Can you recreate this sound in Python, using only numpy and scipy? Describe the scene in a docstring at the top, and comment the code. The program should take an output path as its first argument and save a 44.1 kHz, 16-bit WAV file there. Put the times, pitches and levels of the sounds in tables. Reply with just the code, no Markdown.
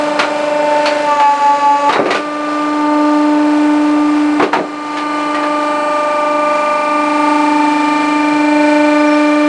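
"""A throbbing whine over rushing oil: a trash compactor, microphone above its steel hopper.
A motor turns a twelve-tooth hydraulic gear pump. The ram draws back, stalls the pump against
its end stop while the relief valve sings, reverses with a clunk and pushes into the bags. The steel
clunks again, the load cracks, and the whine's partials swell and fade as the cavity changes shape.
The camera's gain ducks after the heavy clunks and creeps back."""
import sys
import numpy as np
from scipy.fft import rfft, irfft, next_fast_len
from scipy.io import wavfile
from scipy.ndimage import uniform_filter1d, map_coordinates

SR = 44100
rng = np.random.default_rng(int(sys.argv[2]) if len(sys.argv) > 2 else 0)


def digitize_waveform(pressure):
    """Quantize a signal to 16-bit integers and store it at the path in sys.argv[1].

    Rows of a 2-D input are taken as channels; values are limited to [-1, 1].
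    """
    field = np.atleast_2d(pressure).T
    bounded = np.clip(field, -1, 1)
    quanta = np.round(bounded * 32767).astype(np.int16)
    wavfile.write(sys.argv[1], SR, quanta)


N = 418068
TEETH = 12
TOP_HZ = 10150  # upper band limit

# faint low rumble under the whine: t/s, level/dB
LOW_RUMBLE = [(1.5, -67.5), (3.8, -48.5), (6.6, -62.5), (7.5, -52.5)]
# oil in the valves and pipes: f/Hz, relative spectral level/dB
OIL_SPECTRUM = [(50, -33), (125, -14), (170, -4.5), (250, -8), (420, 0.5), (700, 3.5), (1000, 0.5),
                (1400, -3.5), (2000, -9.5), (2700, -10), (3400, -16), (4300, -16), (6000, -21.5),
                (9800, -30.5)]
# squeak of the sliding ram: t/s, f/Hz, level/dB
RAM_SQUEAK = [(8.95, 5000, -70), (9.0, 5000, -35), (9.06, 5100, -58), (9.078, 5750, -33),
              (9.092, 5240, -43), (9.15, 5400, -37), (9.19, 5540, -70)]
# rattle of the turning shaft: f/Hz, relative spectral level/dB
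RATTLE_SPECTRUM = [(50, -37), (100, -22.5), (170, 4.5), (400, 1), (800, 6), (1400, 2), (2700, -5.5),
                   (3500, -19.5), (4300, -14.5), (6000, -29), (8000, -19), (10000, -30)]
# resonances of hopper and ram: f/Hz, width/Hz, relative level/dB
STEEL_MODES = [(190, 80, -12), (380, 98, 5.5), (700, 390, 4), (905, 74, 1), (1190, 110, 3.5),
               (1480, 240, -3), (1930, 490, -7), (2440, 690, -3.5), (4070, 890, -13.5), (4450, 530, -24)]
# blows on the steel, levels relative: t/s, boom/dB, clang/dB, crack/dB, strongest mode f/Hz
STEEL_BLOWS = [(.190, -20, -11, -14.5, 1422), (.224, -28, -17.5, -28, 1405), (0.855, -39, -16, -18, 4470),
               (1.198, -34, -18, -25.5, 2880), (1.891, -15, -8.5, -18.5, 1190),
               (1.925, -21, -10.5, -16.5, 3830), (1.956, -13, -12, -36, 810),
               (1.991, -6.5, -14.5, -34, 427), (2.055, -11.5, -17, -24.5, 527),
               (2.076, -18, -15, -41, 2390), (2.104, -16, -11.5, -14.5, 1930),
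               (2.145, -16, -16, -17.5, 1480), (4.397, -10.5, -8.5, -22, 1075),
               (4.423, -7, -10, -16.5, 1152), (4.529, -14, -5, -16, 945), (4.555, -12.5, -15, -28, 684),
               (4.586, -11, -30, -44, 625), (4.968, -36, -21.5, -23, 1720), (5.343, -31, -21, -27.5, 1890),
               (5.429, -35, -21, -30, 1707), (8.33, -31.5, -50, -46, 146)]
# the pump's tooth rate, sagging under full pressure: t/s, f/Hz
TOOTH_RATE = [(0, 298), (.25, 298), (1.02, 296.3), (1.27, 286.2), (1.875, 286.2), (1.93, 296.6),
              (2.4, 298.1), (9.48, 298.05)]
# groups of pump tones: f/shaft rate, relative level/dB
STRAIN_LINES = [(72, -5), (96, -7), (108, -2), (120, -12.5), (192, -27), (204, -16.5)]  # grow at full pressure
SHRILL_LINES = [(95, 5.5), (96, 2.5)]  # a pair that beats once a turn
SIDEBAND_LINES = [(9, -18.5), (11, -10), (13, -13.5), (14, -10.5), (22, -29), (25, -19), (32, -8),
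                  (34, -15), (35, -3), (37, -8.5), (38, -9.5), (46, -7), (47, -7.5), (49, -9)]  # from uneven teeth, beside the tooth harmonics
OVERTONE_LINES = [(60, -4), (72, -4.5), (84, -8), (108, -12), (120, -13.5), (132, -18.5), (144, -17.5),
                  (168, -21), (204, -21), (264, -30.5), (301, -21.5), (325, -38.5)]  # high in the whine
# all sidebands together: t/s, level/dB
SIDEBAND_SWELL = [(0.0, -34.5), (2.8, -37), (2.96, -33.5), (4.92, -30.5), (5.76, -24.5), (6.76, -23.5),
                  (7.44, -23.5), (9.48, -35.5)]
# pump layers by name: level/dB pushing freely, then gain/dB drawing back, stalled, shoving, squeezing
WORK_LEVELS = {"throb": (-42, 16.5, 11.5, -15, 21.5), "shrill": (-39.5, 3, -8, 12, 1),
               "overtones": (-34, 3.5, 2, -4, 9.5), "rush": (-26.5, 3, -2, -4.5, 2.5),
               "hiss": (-31.5, 3, 2.5, 0, 3)}
# tooth harmonics 1-4 above the hopper while the ram travels: t/s, level/dB
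HARMONIC_1 = [(0.0, -21.5), (0.36, -27), (2.32, -22), (3.04, -12), (4.28, -11.5), (4.84, -23), (5.6, -19.5),
              (6.162, -27), (6.36, -20.5), (6.8, -33), (6.96, -20.6), (7.56, -15), (8.04, -15.5),
              (8.44, -12), (9.48, -12.5)]
HARMONIC_2 = [(0.0, -16), (0.28, -20.5), (0.56, -15.5), (2.76, -27.5), (2.96, -19.5), (4.04, -27.5),
              (4.16, -50), (5.12, -29), (5.48, -21.2), (6.52, -16), (7.64, -27), (7.84, -32.5), (8.36, -30),
              (8.64, -15.5), (9.48, -17.8)]
HARMONIC_3 = [(0.0, -28), (0.48, -27), (0.76, -13.5), (0.96, -23), (2.52, -34), (2.839, -21), (4.72, -31),
              (4.879, -22.5), (5.08, -26.5), (7.04, -26), (7.24, -19), (7.68, -16.5), (8.0, -21.5),
              (9.48, -24)]
HARMONIC_4 = [(0.0, -27.5), (0.64, -27.5), (2.48, -21), (3.16, -22), (3.44, -31.5), (4.08, -24.5),
              (4.36, -36), (4.88, -23.5), (6.08, -16.5), (7.28, -17.5), (7.64, -27.5), (7.92, -21.5),
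              (8.32, -23.5), (8.6, -41), (8.96, -22), (9.48, -23)]
# the same four at stall: starting level/dB, slope/(dB/s) as the pressure holds
STALL_HARMONICS = [(-34.5, 13.5), (-25.5, 5), (-7, -5), (-21, 3)]


def amp(db):
    return 10 ** (np.asarray(db) / 20)


def unit_rms(x):
    return x / np.sqrt(np.mean(x ** 2) + 1e-20)


def spectrum_db(points, hz):
    """Levels between (f/Hz, level/dB) points on a log frequency axis."""
    point_hz, db = np.transpose(points)
    return np.interp(np.log(hz + 1), np.log(point_hz + 1), db)


def curves(rows):
    """One value per sample for each column after the time."""
    times, *columns = np.transpose(rows)
    return [np.interp(np.arange(N) / SR, times, column) for column in columns]


def wobble(rate):
    """A smooth random curve, rate knots a second."""
    at = np.linspace(0, N * rate / SR, 2048)
    coarse = map_coordinates(rng.standard_normal(512), [at], mode="wrap")
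    return np.interp(np.linspace(0, at[-1], N), at, coarse)


def filtered(x, response):
    """x shaped by a gain that depends on frequency."""
    size = next_fast_len(len(x) + SR // 4)
    return irfft(rfft(x, size) * response(np.fft.rfftfreq(size, 1 / SR)), size)[:len(x)]


def noise(response, size=N):
    """Coloured noise at unit RMS."""
    return unit_rms(filtered(rng.standard_normal(size), response))


def lowpass(hz, edge_hz, order=6):
    return 1 / np.sqrt(1 + (hz / edge_hz) ** (2 * order))


def highpass(hz, edge_hz, order=6):
    return (hz / edge_hz) ** order * lowpass(hz, edge_hz, order)


def shaft_tones(turns, phases, lines, waver_db=0, drift=0, flutter_db=0):
    """Sines locked to the shaft; those round one tooth harmonic share its path and swell together."""
    total = np.zeros(N)
    for order, db in lines:
        harmonic = round(order / TEETH)
        lag = .45 * (phases[harmonic] - .5)
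        cycles = order * turns + phases[harmonic] + (order - harmonic * TEETH) * lag
        angle = 2 * np.pi * cycles + drift * wobble(1.465)
        flutter = flutter_db * np.cos(2 * np.pi * (turns + 2 * lag))
        total += amp(db + flutter + waver_db * wobble(1.89)) * np.cos(angle)
    return unit_rms(total)


def ram_effort(tooth_hz, onset_hz=296.5, drop_hz=6, shove_s=(4.9, 7), squeeze_s=(6.6, 7.66)):
    """Shares 0-1: the ram draws back until the pump stalls, then shoves the bags and squeezes them."""
    stall = np.clip((onset_hz - tooth_hz) / drop_hz, 0, 1)
    back = 1 - np.maximum.accumulate(stall)
    shove, squeeze = (np.interp(np.arange(N) / SR, span, [0, 1]) for span in (shove_s, squeeze_s))
    return back, stall, shove, squeeze


def low_rumble():
    """A faint low rumble swells and fades under the whine."""
    db, = curves(LOW_RUMBLE)
    return amp(db + 1.7 * wobble(2.9)) * noise(lambda hz: lowpass(hz, 100, order=2))


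def ram_squeak():
    """Steel slides on steel in a faint, thin, unsteady tone."""
    hz, db = curves(RAM_SQUEAK)
    return amp(db) * np.sqrt(2) * np.sin(2 * np.pi * np.cumsum(hz + 60 * wobble(83)) / SR)


def oil_flow(turns, rush_db, hiss_db, split_hz=1400):
    """Oil rushes through the pipes; its hiss spurts with each tooth and in lumps as the shaft turns."""
    colour = lambda hz: amp(spectrum_db(OIL_SPECTRUM, hz))
    rush = noise(lambda hz: colour(hz) * lowpass(hz, split_hz))
    shaft = 2 * np.pi * turns
    spurts = amp(1.5 * np.cos(TEETH * shaft) + np.cos(2 * shaft) + np.cos(3 * shaft))
    hiss = filtered(spurts * rng.standard_normal(N), lambda hz: colour(hz) * highpass(hz, split_hz))
    return amp(rush_db + .15 * wobble(14)) * rush + amp(hiss_db + wobble(8.3)) * unit_rms(hiss)


def relief_valve(turns, phases, jet_hz=6750, half_width_hz=450, jet_db=-43, strain_db=-32):
    """At full pressure oil jets through the relief valve and the teeth bite harder."""
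    jet = noise(lambda hz: 1 / (1 + ((hz - jet_hz) / half_width_hz) ** 2))
    bite = amp(3 * wobble(16)) * shaft_tones(turns, phases, STRAIN_LINES, waver_db=1.5, drift=.5)
    return amp(jet_db) * jet + amp(strain_db) * bite


def shaft_rattle(turns, focus_db=17, count=14, size=4096):
    """One turn's pattern of knocks repeats and slowly changes, strongest round the tooth harmonics."""
    order = np.arange(size // 2 + 1)
    hz = order * TOOTH_RATE[-1][1] / TEETH
    comb_db = focus_db * np.cos(np.pi * order / TEETH) ** 8
    colour = amp(spectrum_db(RATTLE_SPECTRUM, hz) + comb_db) * (hz < TOP_HZ) * (order > 0)
    spectra = rng.standard_normal((count, len(order), 2)) @ [1, 1j]
    patterns = irfft(colour * spectra, size)
    position = [np.linspace(0, count - 1, N), turns % 1 * size]  # which pattern, where in the turn
    return unit_rms(map_coordinates(patterns, position, order=1, mode="grid-wrap"))


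def steel_clunks(boom_hz=700, crack_hz=2200, t60=.23, boom_t60=.3, attack_s=.002, sheet_db=-26):
    """Blows ring the crowded modes of the plates below the microphone; the low ones hang on longest."""
    def colour(hz):
        power = sum(amp(2 * db) / (1 + (2 * (hz - mode_hz) / width) ** 2)
                    for mode_hz, width, db in STEEL_MODES)
        return np.sqrt(power + amp(2 * sheet_db)) * highpass(hz, 170, 4) * lowpass(hz, 5700, 2)

    t = np.arange(SR) / SR
    bands = [lambda hz: lowpass(hz, boom_hz),
             lambda hz: highpass(hz, boom_hz) * lowpass(hz, crack_hz),
             lambda hz: highpass(hz, crack_hz)]
    out = np.zeros(N + SR)
    for start_s, *levels, ring_hz in STEEL_BLOWS:
        ring_db = levels[np.searchsorted([boom_hz, crack_hz], ring_hz)] + 1.5  # one mode stands out
        chatter = 1 + .23 * rng.standard_normal(SR)  # loose plates roughen the ring
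        blow = amp(ring_db - 60 * t / t60) * np.sin(2 * np.pi * ring_hz * np.cumsum(chatter) / SR)
        for band, db, decay_s in zip(bands, levels, (boom_t60, t60, t60)):
            blow += amp(db + 3 - 60 * t / decay_s) * noise(lambda hz: colour(hz) * band(hz), SR)
        out[round(start_s * SR):][:SR] += (1 - np.exp(-t / attack_s)) * blow
    return out[:N]


def gear_teeth(turns, phases, db, sideband_db, throb_order=23, tick_order=168, tick_db=-49.5):
    """Uneven teeth add tones that beat with the whine; one high tone ticks once a turn."""
    throb = shaft_tones(turns, phases, [(throb_order, 0)])
    shrill = shaft_tones(turns, phases, SHRILL_LINES, waver_db=1, drift=.2)
    sidebands = shaft_tones(turns, phases, SIDEBAND_LINES, waver_db=1.8, drift=.7)
    overtones = shaft_tones(turns, phases, OVERTONE_LINES, waver_db=2, drift=.4, flutter_db=4.3)
    tick = shaft_tones(turns, phases, [(tick_order, 0)], waver_db=1, drift=.2, flutter_db=10)
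    return (amp(db["throb"]) * throb + amp(db["shrill"]) * shrill + amp(sideband_db) * sidebands
            + amp(db["overtones"]) * overtones + amp(tick_db) * tick)


def pump_whine(turns, phases, stall, tooth_hz, beat_hz=4.65, panel_hz=1169, panel_db=8.5):
    """Four tooth harmonics in the foreground; at stall the relief valve sings just above the third."""
    beat = np.exp(2j * np.pi * beat_hz * (np.arange(N) / SR - 1.27))
    valve_share = .61 * stall
    valve_beat = (1 - valve_share + valve_share * beat) / np.hypot(1 - valve_share, valve_share)
    held_s = np.cumsum(stall) / SR
    harmonics = (HARMONIC_1, HARMONIC_2, HARMONIC_3, HARMONIC_4)
    total = np.zeros(N)
    for k, (levels, (start_db, db_per_s)) in enumerate(zip(harmonics, STALL_HARMONICS), 1):
        travel_db, = curves(levels)
        stall_db = start_db + db_per_s * held_s
        # the slowing fourth harmonic slides through a narrow resonance of the steel
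        resonance_db = panel_db * np.exp(-((k * tooth_hz - panel_hz) / 5.5) ** 2)
        db = travel_db + stall * (stall_db - travel_db) + resonance_db
        tone = np.exp(2j * np.pi * (k * TEETH * turns + phases[k]))
        if k == 3:
            tone *= valve_beat
        else:
            tone *= amp((3.3 if k < 3 else 1.5) * stall * wobble(21.9))  # the straining pump judders
        total += amp(db + .22 * k * wobble(11)) * np.sqrt(2) * tone.real
    return total


def scene():
    """The mix above the hopper: the shaft's angle times the pump, the ram's effort shifts its levels."""
    tooth_hz, = curves(TOOTH_RATE)
    turns = np.cumsum(tooth_hz + .103 * wobble(7)) / TEETH / SR
    phases = rng.random(size=32)  # each tooth harmonic takes its own path through the steel
    back, stall, shove, squeeze = ram_effort(tooth_hz)
    db = {name: free + np.dot(added, [back, stall, shove, squeeze])
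          for name, (free, *added) in WORK_LEVELS.items()}
    sideband_db, = curves(SIDEBAND_SWELL)
    rattle_db = (sideband_db + db["overtones"]) / 2 + 6 - 2.8 * stall  # pressure takes up the play
    pump = pump_whine(turns, phases, stall, tooth_hz) + gear_teeth(turns, phases, db, sideband_db)
    pump += amp(rattle_db) * shaft_rattle(turns)
    pump += stall * relief_valve(turns, phases)
    steel = steel_clunks()
    oil = oil_flow(turns, db["rush"], db["hiss"])
    return (pump + steel + oil + ram_squeak() + low_rumble())[None]


def gain_control(x, ceiling_db=-7.5, recovery_db_per_s=10, window_s=.0073):
    """The microphone's gain drops at once when the sound passes the ceiling, then creeps back."""
    size = int(window_s * SR)
    level_db = 10 * np.log10(np.abs(uniform_filter1d(x ** 2, size)) + 1e-12)
    over_db = np.maximum(level_db - ceiling_db, 0)
    regained_db = recovery_db_per_s * np.arange(N) / SR
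    cut_db = np.maximum.accumulate(over_db + regained_db) - regained_db
    return x * amp(-uniform_filter1d(cut_db, size))


def record(dry):
    """The camera ducks after loud blows, rounds off peaks, thins the deepest bass and cuts the top."""
    ducked = gain_control(dry[0])
    rounded = ducked / (1 + np.abs(ducked) ** 10) ** (1 / 10)
    return filtered(rounded, lambda hz: highpass(hz, 30, order=1) * lowpass(hz, TOP_HZ, order=90))[None]


dry = scene()
out = record(dry)
digitize_waveform(out)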